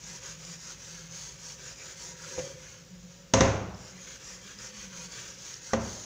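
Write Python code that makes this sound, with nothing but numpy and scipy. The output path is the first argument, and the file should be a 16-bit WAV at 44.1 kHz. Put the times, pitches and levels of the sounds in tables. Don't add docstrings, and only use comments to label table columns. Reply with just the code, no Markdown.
import sys
import numpy as np
from scipy import signal
from scipy.fft import rfft, irfft, next_fast_len
from scipy.io import wavfile
from scipy.ndimage import uniform_filter1d

SR = 44100
rng = np.random.default_rng(int(sys.argv[2]) if len(sys.argv) > 2 else 0)


def master_out(mix):
    frames = np.transpose(np.atleast_2d(mix))
    ceiling = np.clip(frames, -1, 1)
    pcm = np.round(ceiling * 32767).astype(np.int16)
    wavfile.write(sys.argv[1], SR, pcm)


N = 266805
TIME = np.arange(N) / SR


# t/s, hiss level/dB, rasp level/dB, peak position/0-1
PAD_STROKES = [(0.0, -43.5, -52.5, 0.76), (0.199, -44, -50, 0.52), (0.37, -43.5, -53, 0.8),
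               (0.572, -44, -52.5, 0.7), (0.765, -45.5, -53.5, 0.43), (1.098, -43.5, -55, 0.28),
               (1.377, -44, -55, 0.65), (1.566, -44.5, -52.5, 0.63), (1.755, -43.5, -50.5, 0.76),
               (1.954, -42, -52, 0.46), (2.152, -42.5, -51, 0.38), (2.565, -51.5, -54, 0.26),
               (2.838, -57, -75, 0.95), (3.094, -55, -66, .33), (3.25, -58.5, -73, 0.15),
               (3.741, -50.5, -56.5, .75), (3.939, -46, -51.5, 0.82), (4.185, -45.5, -53, .65),
               (4.394, -47, -53, 0.65), (4.565, -43.5, -51, 0.5), (4.721, -45, -50.5, 0.6),
               (4.898, -42.5, -50.5, 0.82), (5.08, -42.5, -49, 0.34), (5.37, -43.5, -52.5, 0.56),
               (5.602, -44.5, -54, 0.5), (5.784, -43, -55.5, 0.25)]

def strokes(end_s=6.18, roundness=1.02, turn_follows=0.6):
    start_s, hiss_db, rasp_db, peak_position = np.transpose(PAD_STROKES)
    progress = np.interp(TIME, np.append(start_s, end_s), np.arange(len(start_s) + 1))
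    stroke = np.minimum(progress.astype(int), len(start_s) - 1)
    position = progress - stroke
    peak_at = np.clip(peak_position, 0.05, 0.95)[stroke]
    triangle = np.minimum(position / peak_at, (1 - position) / (1 - peak_at))
    swell = np.sin(np.pi / 2 * triangle) ** roundness

    def arch(peak_db, turn_db):
        vigour_db = uniform_filter1d(peak_db, size=2) - peak_db.mean()
        turn_gain = from_db(turn_db + turn_follows * np.interp(TIME, start_s, vigour_db))
        return turn_gain + swell * (from_db(peak_db[stroke]) - turn_gain)

    return arch(hiss_db, turn_db=-54.5), arch(rasp_db, turn_db=-59.5)


def fibres(rate_hz, spread_db, clump_db):
    sizes = from_db(spread_db * np.minimum(rng.exponential(1, N), 4)) * rng.choice([-1, 1], N)
    slips = rng.random(N) < rate_hz / SR
    return unit_rms(sizes * slips / np.sqrt(rate_hz) * from_db(clump_db * drift(130)))


# f/Hz, level/dB
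HISS_SPECTRUM = [(2200, -19.5), (3500, -14), (4700, -8), (5600, -6), (6550, -1.5), (7100, -6), (7700, -15),
                 (8400, -23), (10000, -27.5), (12000, -36), (14000, -36), (15500, -26)]
RASP_SPECTRUM = [(200, -29), (380, 6), (620, -5.5), (780, -16), (1100, 3.5), (1550, 5.5), (2000, 5),
                 (2500, 5.5), (3500, 2), (5500, -25.5)]
# f/Hz, level/dB, t60/s
POT_HIGH_MODES = [(958.5, 0, 0.12), (1400, -1.5, 0.043), (1531, 0.5, 0.096), (1637, 1, 0.11),
                  (2350, -23, 0.042), (3480, -25, 0.15), (5686, 14.5, 0.028), (6100, 8.5, 0.11),
                  (6620, 10, 0.046)]

def scrubbing():
    speed, pressure = strokes()
    rate_hz = 6500 * np.sqrt(speed / speed.max())
    hiss = colour(fibres(rate_hz, spread_db=1.0, clump_db=0.6), HISS_SPECTRUM)
    hiss = moving_echoes(hiss, echo_db=-6, t60_s=0.02)
    rasp = colour(fibres(rate_hz, spread_db=2.5, clump_db=1.34), RASP_SPECTRUM)
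    rasp = moving_echoes(rasp, echo_db=-1.5, t60_s=0.05)
    force = fibres(rate_hz, spread_db=4.0, clump_db=2.5)
    rings = unit_rms(sum(from_db(db + 1.1 * drift(8)) * ring(force, hz, t60_s)
                         for hz, db, t60_s in POT_HIGH_MODES))
    return speed * (from_db(-1.03) * hiss + from_db(-8) * rings) + pressure * from_db(-1) * rasp


def moving_echoes(x, echo_db, t60_s, drift_hz=8, count=5):
    t = TIME[:SR // 4]
    patterns = rng.standard_normal((count, len(t))) * decay(t, t60_s)
    weights = np.array([drift(drift_hz) for _ in patterns])
    weights /= np.linalg.norm(weights, axis=0)
    echoes = sum(weight * signal.fftconvolve(x, pattern)[:N]
                 for weight, pattern in zip(weights, patterns))
    return unit_rms(unit_rms(x) + from_db(echo_db) * unit_rms(echoes))


# t/s, f/Hz, level/dB
PAD_DRAGS = [(0.287, 1500, -53.5), (0.705, 1400, -52), (1.67, 1590, -55.5), (1.815, 2350, -49.5),
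             (2.242, 1360, -55), (2.66, 1620, -57.5), (4.5, 1550, -54.5), (4.63, 1520, -52.5),
             (4.95, 1400, -51.5), (5.722, 1510, -49)]

def drags(t60_s=0.0055):
    slips = fibres(2500, spread_db=2.0, clump_db=1.0)
    rasp = np.zeros(N)
    for at_s, hz, db in PAD_DRAGS:
        pocket = ring(ring(slips, hz, t60_s), hz, t60_s)
        rasp += from_db(db) * bell_curve(at_s, half_width_s=0.05) * unit_rms(np.diff(pocket, prepend=0))
    return rasp


# t/s, f/Hz
CAVITY_PITCH = [(0, 164.5), (1.1, 164.2), (1.55, 156.6), (2.15, 164.4), (2.45, 145), (2.94, 178.6),
                (4.38, 183), (4.75, 210.6), (4.98, 175)]
# t/s, level/dB
CAVITY_LEVEL = [(.04, -46.5), (.22, -61), (.52, -51), (.83, -59), (1.06, -50.5), (1.78, -62), (2.45, -49.5),
                (2.78, -63.5), (2.94, -51), (3.2, -58.5), (3.88, -51), (4.18, -68), (4.38, -55), (4.7, -62),
                (4.98, -51), (5.45, -66.5)]
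# f/Hz, level/dB, t60/s
POT_LOW_MODES = [(381.6, 0.5, 0.074), (433, -8.5, 0.18), (508.5, 6.5, 0.15), (556.7, 1, 0.24),
                 (1420, -31, 0.216)]

def pot_hum(half_width_hz=9):
    _, pressure = strokes()
    friction = fibres(1500, spread_db=1.5, clump_db=1.5)
    carrier = np.exp(2j * np.pi * np.cumsum(curve(CAVITY_PITCH)) / SR)
    pole = np.exp(-2 * np.pi * half_width_hz / SR)
    air = (signal.lfilter([1], [1, -2 * pole, pole * pole], friction / carrier) * carrier).real
    wall = unit_rms(body(friction, POT_LOW_MODES))
    rubbing = from_db(-62) * (pressure / pressure.mean()) ** 0.15
    sliding = from_db(-44.5) * bell_curve(2.412, half_width_s=0.17)
    return from_db(curve(CAVITY_LEVEL)) * unit_rms(air) + (rubbing + sliding) * wall


# t/s, sink level/dB, pot level/dB, crack level/dB, tail level/dB,
# contact low-pass f/Hz, boom f/Hz, boom level/dB
POT_KNOCKS = [(2.378, -50, -34.5, -16.5, -36, 600, 147, -42),
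              (2.39, -50.5, -41, -17.5, -54, 7000, 164, -52), (3.3363, -24, -27, 0.5, -13, 11000, 262, -22),
              (3.4063, -21.5, -37, 0.5, -11, 3660, 254, -25.5),
              (5.7327, -32.5, -31, -1, -18.5, 1550, 225, -24)]
# f/Hz, level/dB, t60/s
SINK_MODES = [(62, -14, .8), (73, -7, .85), (104, -1.5, .75), (120, -8, .95), (172, -10, .7),
              (194.5, -7, .8), (286, -11, .5), (385, -8, .5), (427, -6, .45), (538, 3.5, .45),
              (554, -4.5, .4), (668, -6, .5), (698, -11, .4), (782, -14, .45), (926, -9, .45),
              (1014, -9, .45), (1060, -12, .4), (1168, -15, .4), (1550, -15, .4), (1908, -15, .35),
              (2082, -18, .4)]
# f/Hz, level/dB
CLATTER_SPECTRUM = [(25, -8), (42, -7.5), (70, 1), (140, 1), (300, -1), (600, -1), (1000, -5), (1500, -7.5),
                    (2000, -8), (2600, -11), (4000, -13), (4900, -15.5), (6400, -2), (7300, -15.5),
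                    (8500, -29.5), (13000, -59.5)]

def knocks():
    sink, pot_force, rattle = np.zeros((3, N))
    for at_s, sink_db, pot_db, crack_db, tail_db, contact_hz, boom_hz, boom_db in POT_KNOCKS:
        sink *= decay(np.maximum(TIME - at_s, 0), t60_s=0.044)
        sink += body(impulse(at_s, sink_db), SINK_MODES)
        sink += ring(impulse(at_s, boom_db), boom_hz, t60_s=0.42)
        pot_force += impulse(at_s, pot_db)
        pole = np.exp(-2 * np.pi * contact_hz / SR)
        rattle += signal.lfilter([1 - pole], [1, -pole], clatter(at_s, crack_db, tail_db))
    return sink + body(pot_force, POT_LOW_MODES) + colour(rattle, CLATTER_SPECTRUM)


# f/Hz, t60/s
TAIL_DECAY = [(60, 0.96), (300, 0.85), (1000, 0.93), (3000, 0.62), (7000, 0.56), (14000, 0.39)]

def clatter(at_s, crack_db, tail_db, rise_s=0.0013):
    t, hz = TIME[:SR], np.arange(SR // 2 + 1)
    spectrum = rfft(rng.standard_normal(SR))
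    edges_hz = np.append(0, np.geomspace(100, SR / 2, 9))
    tail = np.zeros(SR)
    for low_hz, high_hz in zip(edges_hz, edges_hz[1:]):
        band = irfft(spectrum * (hz >= low_hz) * (hz < high_hz), SR)
        tail += band * decay(t, at_hz(TAIL_DECAY, (low_hz + high_hz) / 2))
    crack = rng.standard_normal(SR) * decay(t, t60_s=0.046)
    burst = (from_db(crack_db) * crack + from_db(tail_db) * tail) * np.minimum(t / rise_s, 1)
    return np.pad(burst, (round(at_s * SR), N))[:N]


# t/s, level/dB, f/Hz, t60/s
BUBBLES = [(3.7465, -36, 5200, 0.01), (4.588, -31, 5160, 0.0099), (5.541, -20, 5530, 0.0063)]

def suds(rise_s=0.00087):
    return sum(ring(impulse(at_s, db), hz, t60_s) * np.clip((TIME - at_s) / rise_s, 0, 1)
               for at_s, db, hz, t60_s in BUBBLES)


# f/Hz, level/dB
FLOOR_SPECTRUM = [(25, -32), (52, 6.5), (85, -6), (125, 4.5), (260, -9.5), (800, -18.5), (3000, -17),
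                  (6500, -21), (8500, -39), (13800, -40.5), (14600, -26), (15500, -30)]

def noise_floor(rms_db=-55.5):
    return from_db(rms_db) * unit_rms(colour(rng.standard_normal(N), FLOOR_SPECTRUM))


def from_db(db):
    return 10 ** (np.asarray(db) / 20)


def unit_rms(x):
    return x / np.sqrt(np.mean(x ** 2) + 1e-20)


def curve(points):
    return np.interp(TIME, *np.transpose(points))


def at_hz(points, hz):
    points_hz, values = np.transpose(points)
    return np.interp(np.log(hz + 1e-9), np.log(points_hz), values)


def colour(x, spectrum):
    size = next_fast_len(N + SR // 2) * 2
    hz = np.arange(size // 2 + 1) * SR / size
    cepstrum = irfft(np.log(from_db(at_hz(spectrum, hz))))
    cepstrum[1:size // 2] *= 2
    cepstrum[size // 2 + 1:] = 0
    return irfft(rfft(x, size) * np.exp(rfft(cepstrum)))[:N]


def drift(rate_hz):
    knots = rng.standard_normal(4096)
    return unit_rms(np.interp(TIME * rate_hz, np.arange(len(knots)), knots))


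def ring(force, hz, t60_s):
    radius, angle = decay(1 / SR, t60_s), 2 * np.pi * hz / SR
    return signal.lfilter([0, np.sin(angle)], [1, -2 * radius * np.cos(angle), radius ** 2],
                          force + 1e-18)


def body(force, modes):
    return sum((-1) ** k * from_db(db) * ring(force, hz, t60_s)
               for k, (hz, db, t60_s) in enumerate(modes))


def impulse(at_s, db):
    return from_db(db) * (np.arange(N) == round(at_s * SR))


def decay(t, t60_s):
    return from_db(-60 * t / t60_s)


def bell_curve(at_s, half_width_s):
    return np.exp(-2 * ((TIME - at_s) / half_width_s) ** 2)


def scene():
    background = noise_floor()
    scouring = scrubbing() + drags() + pot_hum()
    return (scouring + knocks() + suds() + background)[None]


def record(dry):
    ceiling, cutoff_hz = 1.5, 15500
    low_pass = signal.ellip(10, 0.1, 80, cutoff_hz, fs=SR, output="sos")
    return signal.sosfilt(low_pass, ceiling * np.tanh(dry / ceiling))


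dry = scene()
out = record(dry)
master_out(out)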